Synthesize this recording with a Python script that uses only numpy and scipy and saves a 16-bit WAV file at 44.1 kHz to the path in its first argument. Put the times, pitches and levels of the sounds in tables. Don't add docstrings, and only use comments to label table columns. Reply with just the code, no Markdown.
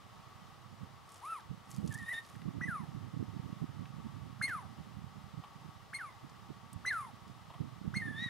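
import sys
import numpy as np
from scipy import signal
from scipy.fft import rfft, irfft, next_fast_len
from scipy.io import wavfile
from scipy.ndimage import uniform_filter1d, map_coordinates

SR = 44100
rng = np.random.default_rng(int(sys.argv[2]) if len(sys.argv) > 2 else 0)


def wav_record(signal):
    frames = np.transpose(np.atleast_2d(signal))
    bounded = np.clip(frames, -1, 1)
    quanta = np.round(bounded * 32767).astype(np.int16)
    wavfile.write(sys.argv[1], SR, quanta)


N = 365588
BAND_LIMIT_HZ = 15750


def amp(db):
    return 10 ** (np.asarray(db) / 20)


def unit(x):
    return x / np.sqrt(np.mean(x ** 2) + 1e-20)


def along(points, hz):
    frequencies, values = np.transpose(points)
    return np.interp(np.log(hz + 1), np.log(frequencies + 1), values)


def curves(rows, t):
    times, *columns = np.transpose(rows)
    return [np.interp(t, times, column) for column in columns]


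def wobble(rate, size):
    knots = rng.standard_normal(int(size * rate / SR) + 4)
    return map_coordinates(knots, [np.arange(size) * rate / SR])


def swell(t, centre, width):
    return np.exp(-((t - centre) / width) ** 2 / 2)


def filtered(x, response):
    size = x.shape[-1]
    padded = next_fast_len(size + 8192)
    return irfft(rfft(x, padded) * response(np.fft.rfftfreq(padded, 1 / SR)), padded)[..., :size]


def coloured(x, spectrum):
    return filtered(x, lambda hz: amp(along(spectrum, hz)))


def noise(spectrum, size):
    return unit(coloured(rng.standard_normal(size), spectrum))


def add(track, s, sound):
    part = track[max(round(s * SR), 0):][:len(sound)]
    part += sound[:len(part)]


def forest_rush(level_db=-58, waver_db=.4):
    # (frequency [Hz], relative density [dB])
    spectrum = [(20, -14.5), (90, 4.5), (250, -3.5), (550, -4), (800, -1), (1200, -6.5), (1500, -8),
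                (2500, -12), (3600, -11), (4400, -14), (5100, -14), (6500, -19), (10000, -23.5),
                (15500, -28)]
    # (centre [Hz], width [Hz], lift [dB])
    resonances = [(784, 33, 5.5), (910, 33, 7.5), (1130, 84, 12), (1272, 165, 9), (1947, 215, 5.5),
                  (2990, 520, 2.5)]
    # (frequency [Hz], correlation [0-1])
    likeness = [(60, 0.54), (300, 0.31), (600, 0.27), (850, 0.73), (1200, 0.66), (1600, 0.58), (3500, 0.59),
                (7000, 0.48), (15000, 0.2)]

    def mid_and_side(hz):
        lift = sum(db / (1 + (2 * (hz - centre) / width) ** 2) for centre, width, db in resonances)
        angle = np.arccos(along(likeness, hz)) / 2
        return amp(along(spectrum, hz) + lift) * [np.cos(angle), np.sin(angle)]

    mid, side = filtered(rng.standard_normal((2, N)), mid_and_side)
    balance = amp([[.6], [-.6]])
    return amp(level_db + waver_db * wobble(6, N)) * unit(np.array([mid + side, mid - side])) * balance


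def wind(gust_db=1.3, right_db=7, left_db=-11, wake_db=-17, puff_db=5, brightening=1.18):
    # (time [s], relative level [dB])
    breeze = [(0.0, -64.5), (0.92, -61.5), (1.34, -81), (1.52, -47), (1.64, -67), (1.85, -43.5),
              (2.22, -70), (2.45, -45), (2.86, -51.5), (3.16, -47.5), (5.33, -60), (5.38, -58), (5.45, -69),
              (5.68, -53.5), (5.82, -67), (6.39, -61.5), (7.57, -60.5), (7.62, -47.5), (7.76, -55),
              (7.97, -44.5), (8.15, -50.5), (8.29, -47.5)]
    # (time [s], relative level [dB], frequency [Hz])
    puffs = [(0.724, -45.5, 172), (.83, -37, 169), (1.499, -38, 112), (1.784, -30.5, 156),
             (1.845, -31, 165), (1.888, -33, 175), (2.018, -36, 172), (2.485, -32.5, 165),
             (2.946, -33.5, 147), (3.17, -33, 180), (3.223, -30, 265), (3.6, -44, 171), (3.638, -29.5, 223),
             (3.791, -35.5, 146), (4, -40, 186), (4.064, -34.5, 200), (4.407, -38, 145),
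             (4.805, -37.5, 144), (4.968, -37, 151), (5.04, -37, 141), (5.178, -41.5, 148),
             (5.239, -43.5, 127), (5.376, -33.5, 136), (5.66, -45.5, 150), (6.244, -39.5, 173),
             (6.502, -36.5, 300), (6.759, -36, 116), (7.295, -39.5, 180), (7.607, -31.5, 136),
             (7.875, -29, 132.6), (7.964, -33, 137)]
    # (frequency [Hz], relative level [dB])
    buffet = [(20, -33), (45, -29), (65, -12), (90, -1), (125, 3.5), (200, -2), (300, -12.5), (450, -25.5),
              (700, -39.5), (1500, -65), (4000, -100)]
    # (frequency [Hz], gain [dB])
    crosstalk = [(60, -30), (150, -24), (220, -16), (320, -10), (500, -8), (900, -9)]
    now = np.arange(N) / SR
    breeze_db, = curves(breeze, now)
    gusts = amp(breeze_db - 2 + gust_db * wobble(16, N))
    wakes = sum(amp(db + wake_db) * swell(now, s, .025) for s, db, hz in puffs)
    strength_db = 20 * np.log10(np.hypot(gusts, wakes))
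    lumps = wobble(70, N)
    eddies = noise(buffet, N) * amp(3.5 * lumps)
    small_eddies = filtered(eddies, lambda hz: hz ** 2 / (hz ** 2 + 280 ** 2))
    eddies += small_eddies * (amp(brightening * (strength_db + 55.5) + 3.1 * lumps) - 1)
    power = uniform_filter1d(uniform_filter1d(eddies ** 2, SR // 12), SR // 25)
    right = amp(strength_db + right_db) * eddies / np.sqrt(np.abs(power))
    swept = np.max([np.exp(-((now - s) / .054) ** 2) for s, db, hz in puffs], axis=0)
    right *= 1.5 - .41 * swept
    t = np.arange(-SR // 50, SR // 50) / SR
    for s, db, hz in puffs:
        swing = rng.choice([-1, 1]) * np.sin(2 * np.pi * hz * t) * np.exp(-(t * hz / .57) ** 2)
        add(right, s + t[0] + .0047, amp(db + puff_db) * swing)
    left_colour = [(20, -25), (60, -14), (115, 13.5), (180, -7.5), (300, -2), (700, -32), (3000, -90)]
    left = amp(strength_db + left_db) * noise(left_colour, N) - coloured(right, crosstalk)
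    return np.array([left, right])


def snap(centre_hz, t60, width_octaves):
    t = np.arange(-SR // 500, SR // 20) / SR
    burst = rng.standard_normal(len(t)) * amp(-60 * t / t60) * (t > 0)
    resonance = lambda hz: 1 / (1 + (np.log2((hz + 1) / centre_hz) / width_octaves) ** 2)
    sound = filtered(burst, lambda hz: resonance(hz) / (1 + (hz / 12500) ** 12))
    return sound / np.abs(sound).max()


def claws_on_bark(claw_db=2, twig_db=4, scrape_db=-3):
    # (time [s], relative peak [dB], centre [Hz])
    claws = [(1.1194, -53, 7770), (1.1428, -51, 6990), (1.159, -51, 5610), (1.2516, -53, 10200),
             (1.4047, -55.5, 4180), (1.7054, -49, 10500), (1.714, -43.5, 6800), (1.746, -49, 5800),
             (1.8758, -44, 5600), (1.9235, -51, 8510), (1.9404, -42, 7990), (1.945, -42.5, 7950),
             (1.986, -51, 5680), (2.2493, -52, 4270), (6.296, -55.5, 5000), (6.7305, -46.5, 9800),
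             (7.2789, -53, 4180)]
    # (time [s], relative peak [dB], centre [Hz])
    twigs = [(2.352, -54, 1970), (2.418, -49, 1910), (3.8555, -49, 2080)]
    # (time [s], relative level [dB], half-length [s])
    moves = [(1.128, -63, 0.037), (1.22, -71, .07), (1.738, -59, 0.04), (1.95, -62, 0.089),
             (2.296, -64, 0.068)]
    snaps = np.zeros(N)
    for s, db, centre_hz in claws:
        add(snaps, s - .002, amp(db + claw_db) * snap(centre_hz, t60=.027, width_octaves=.53))
    for s, db, centre_hz in twigs:
        add(snaps, s - .002, amp(db + twig_db) * snap(centre_hz, t60=.026, width_octaves=.47))
    effort = sum(amp(db) * swell(np.arange(N) / SR, s, width) for s, db, width in moves)
    friction = noise([(500, -11), (2000, -1), (6000, 2), (10500, 1), (13000, -7), (15500, -14)], N)
    grain = amp(6 * wobble(500, N) + 1.2 * wobble(59.96, N))
    return snaps + effort * amp(scrape_db) * unit(friction * grain)


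def tree_echo(x, build_up_s=.0043):
    # (frequency [Hz], time to fall 60 dB [s])
    t60 = [(300, 0.52), (2000, 0.32), (10000, 0.17)]
    hz, t, spectra = signal.stft(rng.standard_normal((2, SR // 2)), SR, nperseg=256)
    envelope = amp(-60 * t / along(t60, hz)[:, None]) * (1 - np.exp(-t / build_up_s))
    tail = signal.istft(spectra * envelope, SR, nperseg=256)[1]
    return signal.fftconvolve(x, tail / np.linalg.norm(tail[0]), axes=1)[:, :N]


def overtones(colour, pitch, phase):
    k = np.arange(3, 17)[:, None]
    share = amp(along(colour, k * pitch)) * (k * pitch < BAND_LIMIT_HZ)
    harmonics = share * np.sin(k * phase + rng.uniform(0, 2 * np.pi, k.shape))
    return np.sqrt(2) * np.sum(harmonics, axis=0) / np.linalg.norm(share, axis=0)


def whistle(t, pitch, level, octave, upper, flow, mouth_hz):
    # (frequency [Hz], relative level [dB])
    throat = [(2500, -19), (5500, 19), (6500, -7), (7500, -13), (8600, 3.5), (9600, -0.5), (10700, 3.5),
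              (11800, -28), (13000, -12), (15500, -22)]
    # (frequency [Hz], relative level [dB])
    hiss_colour = [(1200, -21), (2500, 2), (5000, -8), (8000, -6.5), (9500, 0.5), (10600, 6.5), (11400, -5),
                   (12400, -13), (15500, -18)]
    size = len(t)
    pitch = pitch * (1 + .0048 * wobble(403, size) + .0081 * wobble(2000, size))
    phase = 2 * np.pi * np.cumsum(pitch) / SR
    octave = octave * amp(1.9 * wobble(140.6, size))
    fundamental = level * amp(1.5 * wobble(98.3, size))
    tone = np.sqrt(2) * (fundamental * np.sin(phase) + octave * np.sin(2 * phase))
    tract = [(hz, db + 6 * np.exp(-((hz - mouth_hz) / 1000) ** 2)) for hz, db in throat]
    tone += upper * overtones(tract, pitch, phase)
    flutter = amp(1.46 * wobble(217.2, size)) * (1 + amp(-22) * wobble(1500, size))
    rasp_colour = [(1000, -14), (2100, 11), (3000, -6), (4000, -7), (6000, -1.5), (11000, -18),
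                   (15000, -28)]
    rasp = octave * amp(-16) * noise(rasp_colour, size)
    smeared = overtones(hiss_colour, pitch, phase + .14 * wobble(900, size))
    breath = amp(1) * noise(hiss_colour, size)
    hiss = flow * unit((smeared + breath) * amp(1.7 * wobble(91, size)))
    edges = np.clip((t - t[0]) / .0014, 0, 1) * np.clip((t[-1] - t) / .00055, 0, 1)
    voicing = np.minimum(np.sqrt(level / amp(-43)), 1)
    return edges * (tone * flutter + rasp + hiss * voicing)


def soft_arch(length_s=.194, foot_hz=726, top_hz=1334, top_db=-43, fade_db=20):
    t = np.arange(0, length_s, 1 / SR)
    off_top = np.abs(2 * t / length_s - 1)
    pitch = top_hz - (top_hz - foot_hz) * off_top ** 2
    level = amp(top_db - fade_db * off_top ** 3.6)
    octave = amp(-62) * swell(t, .13, .079)
    flow = amp(-61.5) * swell(t, length_s / 2, length_s / 2)
    return whistle(t, pitch, level, octave, amp(-85), flow, mouth_hz=10500)


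def squeal(contour, mouth_hz, hiss, shrill):
    t = np.arange(contour[0][0], contour[-1][0], 1 / SR)
    surge = lambda s, db, width: amp(db) * swell(t, s, width)
    pitch, fundamental_db, octave_db = curves(contour, t)
    pitch *= 1 + .0103 * wobble(168.9, len(t))
    level = amp(fundamental_db + 2 * wobble(115, len(t)))
    upper = surge(*shrill) + amp(octave_db - 23)
    return whistle(t, pitch, level, amp(octave_db), upper, surge(*hiss), mouth_hz)


def voice_crack(db, decay_s):
    t = np.arange(SR // 8) / SR
    rasp = noise([(900, 4), (1700, -5), (2400, 3), (3200, -4), (6500, -7), (10800, -8), (13000, -13),
                  (15500, -28)], len(t))
    grain = amp(4 * wobble(630, len(t)))
    return amp(db) * unit(rasp * grain) * np.exp(-t / decay_s)


def falling_call(top_s, shrill_s, slide_s, top_hz, scoop, knee_hz, drop_s, sag_hz_per_s,
                 shrill_db, slide_db, octave_db, upper_db, hiss_db, mouth_hz):
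    leap_from_hz, leap_s, onset_s = 950, .0125, .012
    hold_share, fade_db, upper_fall_db_per_s = .41, 28.5, 150
    t = np.arange(0, top_s + slide_s, 1 / SR)
    sliding = np.maximum(t - top_s, 0)
    glide = knee_hz + (top_hz - knee_hz) * np.exp(-sliding / drop_s) - sag_hz_per_s * sliding
    leap = (top_hz - leap_from_hz) * np.maximum(1 - t / leap_s, 0)
    dip = scoop * top_hz * swell(t, .0265, .012)
    final_droop = 180 * np.exp((t - t[-1]) / .018)
    pitch = (glide - leap - dip - final_droop) * (1 + .009 * wobble(71.3, len(t)))
    chirp = amp(-2.5) * swell(t, .0072, .0025)
    push = np.abs(np.sin(np.pi * np.clip((t - onset_s) / (shrill_s - onset_s), 0, 1)))
    shrill = amp(shrill_db) * (push ** .44 + chirp)
    fading = np.maximum(sliding / slide_s - hold_share, 0) / (1 - hold_share)
    ragged = amp(4 * fading * wobble(130, len(t)))
    slide = ragged * amp(slide_db - fade_db * fading) * np.clip(sliding / .013, .3, 1)
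    late_octave = ragged * amp(-63.5) * swell(t, top_s + .58 * slide_s, .033)
    octave = amp(octave_db) * push ** 1.2 + late_octave
    register = np.clip((t - onset_s) / .0047, 0, 1) * np.clip((top_s - t) / .016 + .5, 0, 1)
    upper = amp(upper_db - upper_fall_db_per_s * (t - onset_s)) * register
    flow = amp(hiss_db) * swell(t, top_s + .37 * slide_s, .1)
    return whistle(t, pitch, np.hypot(shrill, slide), octave, upper, flow, mouth_hz)


def alarm_calls():
    # (time [s], pitch [Hz], fundamental [dB], octave [dB])
    jump_squeal = [(1.905, 1840, -58, -73), (1.923, 1773, -51.5, -87), (1.939, 1602, -55, -63),
                   (1.957, 1808, -46, -78), (1.975, 1770, -54, -86), (1.995, 1901, -48.5, -68),
                   (2.035, 1785, -48.5, -78), (2.057, 1818, -55, -65), (2.091, 1875, -40, -63),
                   (2.115, 1996, -41.5, -62), (2.123, 1955, -39, -81), (2.139, 1808, -39, -50.5),
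                   (2.195, 1847, -43.5, -52.5), (2.21, 1831, -78, -77)]
    # (time [s], pitch [Hz], fundamental [dB], octave [dB])
    long_squeal = [(7.94, 1310, -35.5, -72), (7.946, 1820, -46, -75), (7.95, 1985, -44, -81),
                   (7.956, 2088, -38, -59), (7.976, 2133, -39, -42.5), (7.988, 2120, -42, -65),
                   (8.01, 2044, -49, -73), (8.022, 1846, -36, -78), (8.036, 1794, -44.5, -72),
                   (8.07, 1810, -45.5, -67), (8.084, 1690, -46, -68), (8.112, 1786, -48.5, -77),
                   (8.142, 1710, -53, -66), (8.192, 1830, -44.5, -48.5), (8.242, 1937, -41, -45.5),
                   (8.289, 1850, -45, -53.5)]
    # (time [s], level [dB], decay time [s])
    cracks = [(2.128, -54, .035), (2.686, -60, .015), (4.424, -46, .003), (4.479, -53, .035),
              (5.936, -52, .003), (6.858, -51, .005), (6.926, -54, .022), (7.954, -51, .003)]
    # (start [s], time at the top [s], end of the push [s], slide length [s], top [Hz],
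    # scoop [share of top], knee [Hz], drop time [s], sag [Hz/s], shrill part [dB], slide [dB],
    # octave [dB], upper overtones [dB], hiss [dB], mouth resonance [Hz])
    falls = [(2.605, .065, 0.047, 0.21, 2060, .06, 1598, 0.019, 4295, -39, -40.5, -75, -62, -64.5, 5700),
             (4.41, .058, 0.057, 0.2, 2205, 0.042, 1498, 0.046, 4150, -34, -40, -41.5, -43.5, -64, 9900),
             (5.928, 0.053, 0.048, 0.17, 2237, 0.046, 1261, 0.03, 1993, -40, -44.5, -47.5, -48, -67.5, 8500),
             (6.846, .051, 0.07, 0.22, 2162, .075, 1564, 0.018, 3510, -37, -37.5, -47, -48.5, -61, 6960)]
    voice = np.zeros(N)
    add(voice, 1.213, soft_arch())
    for s, *manner in falls:
        add(voice, s, falling_call(*manner))
    add(voice, jump_squeal[0][0],
        squeal(jump_squeal, mouth_hz=10500, hiss=(2.125, -59.5, .092), shrill=(2.12, -78, .041)))
    add(voice, long_squeal[0][0],
        squeal(long_squeal, mouth_hz=6100, hiss=(7.68, -65, .44), shrill=(7.968, -55, .016)))
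    for s, db, decay_s in cracks:
        add(voice, s, voice_crack(db, decay_s))
    return voice


def port_response(hz):
    # (frequency [Hz], left over right [dB])
    lean = [(1200, 1.5), (2000, -.7), (3400, -3), (4250, 9.5), (5200, 0), (8600, .5), (10700, -1)]
    # (frequency [Hz], phase lead of the left [rad])
    lead = [(900, .1), (1300, .15), (2100, .23), (3000, .14), (4250, .62), (9000, .64)]
    left_gain = 2 / (1 + amp(-along(lean, hz)))
    shift = np.exp(.5j * along(lead, hz))
    return np.array([left_gain * shift, (2 - left_gain) / shift])


def scuffs(gain_db=-10.5, rise_s=.006):
    # (time [s], relative level [dB])
    events = [(5.441, -40), (7.504, -42.5), (7.542, -42.5)]
    colour = [(300, -27), (680, 10.5), (1100, 9), (1800, -17), (3200, .5), (5000, -28), (15000, -30)]
    out, t = np.zeros(N), np.arange(SR // 12) / SR
    envelope = t / rise_s * np.exp(1 - t / rise_s)
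    for s, db in events:
        add(out, s - rise_s, amp(db + gain_db) * noise(colour, len(t)) * envelope)
    return out


def scene(echo_db=-16):
    squirrel = filtered(alarm_calls(), port_response) + claws_on_bark()
    return squirrel + amp(echo_db) * tree_echo(squirrel) + scuffs() + wind() + forest_rush()


def record(dry):
    return filtered(dry, lambda hz: hz < BAND_LIMIT_HZ)


dry = scene()
out = record(dry)
wav_record(out)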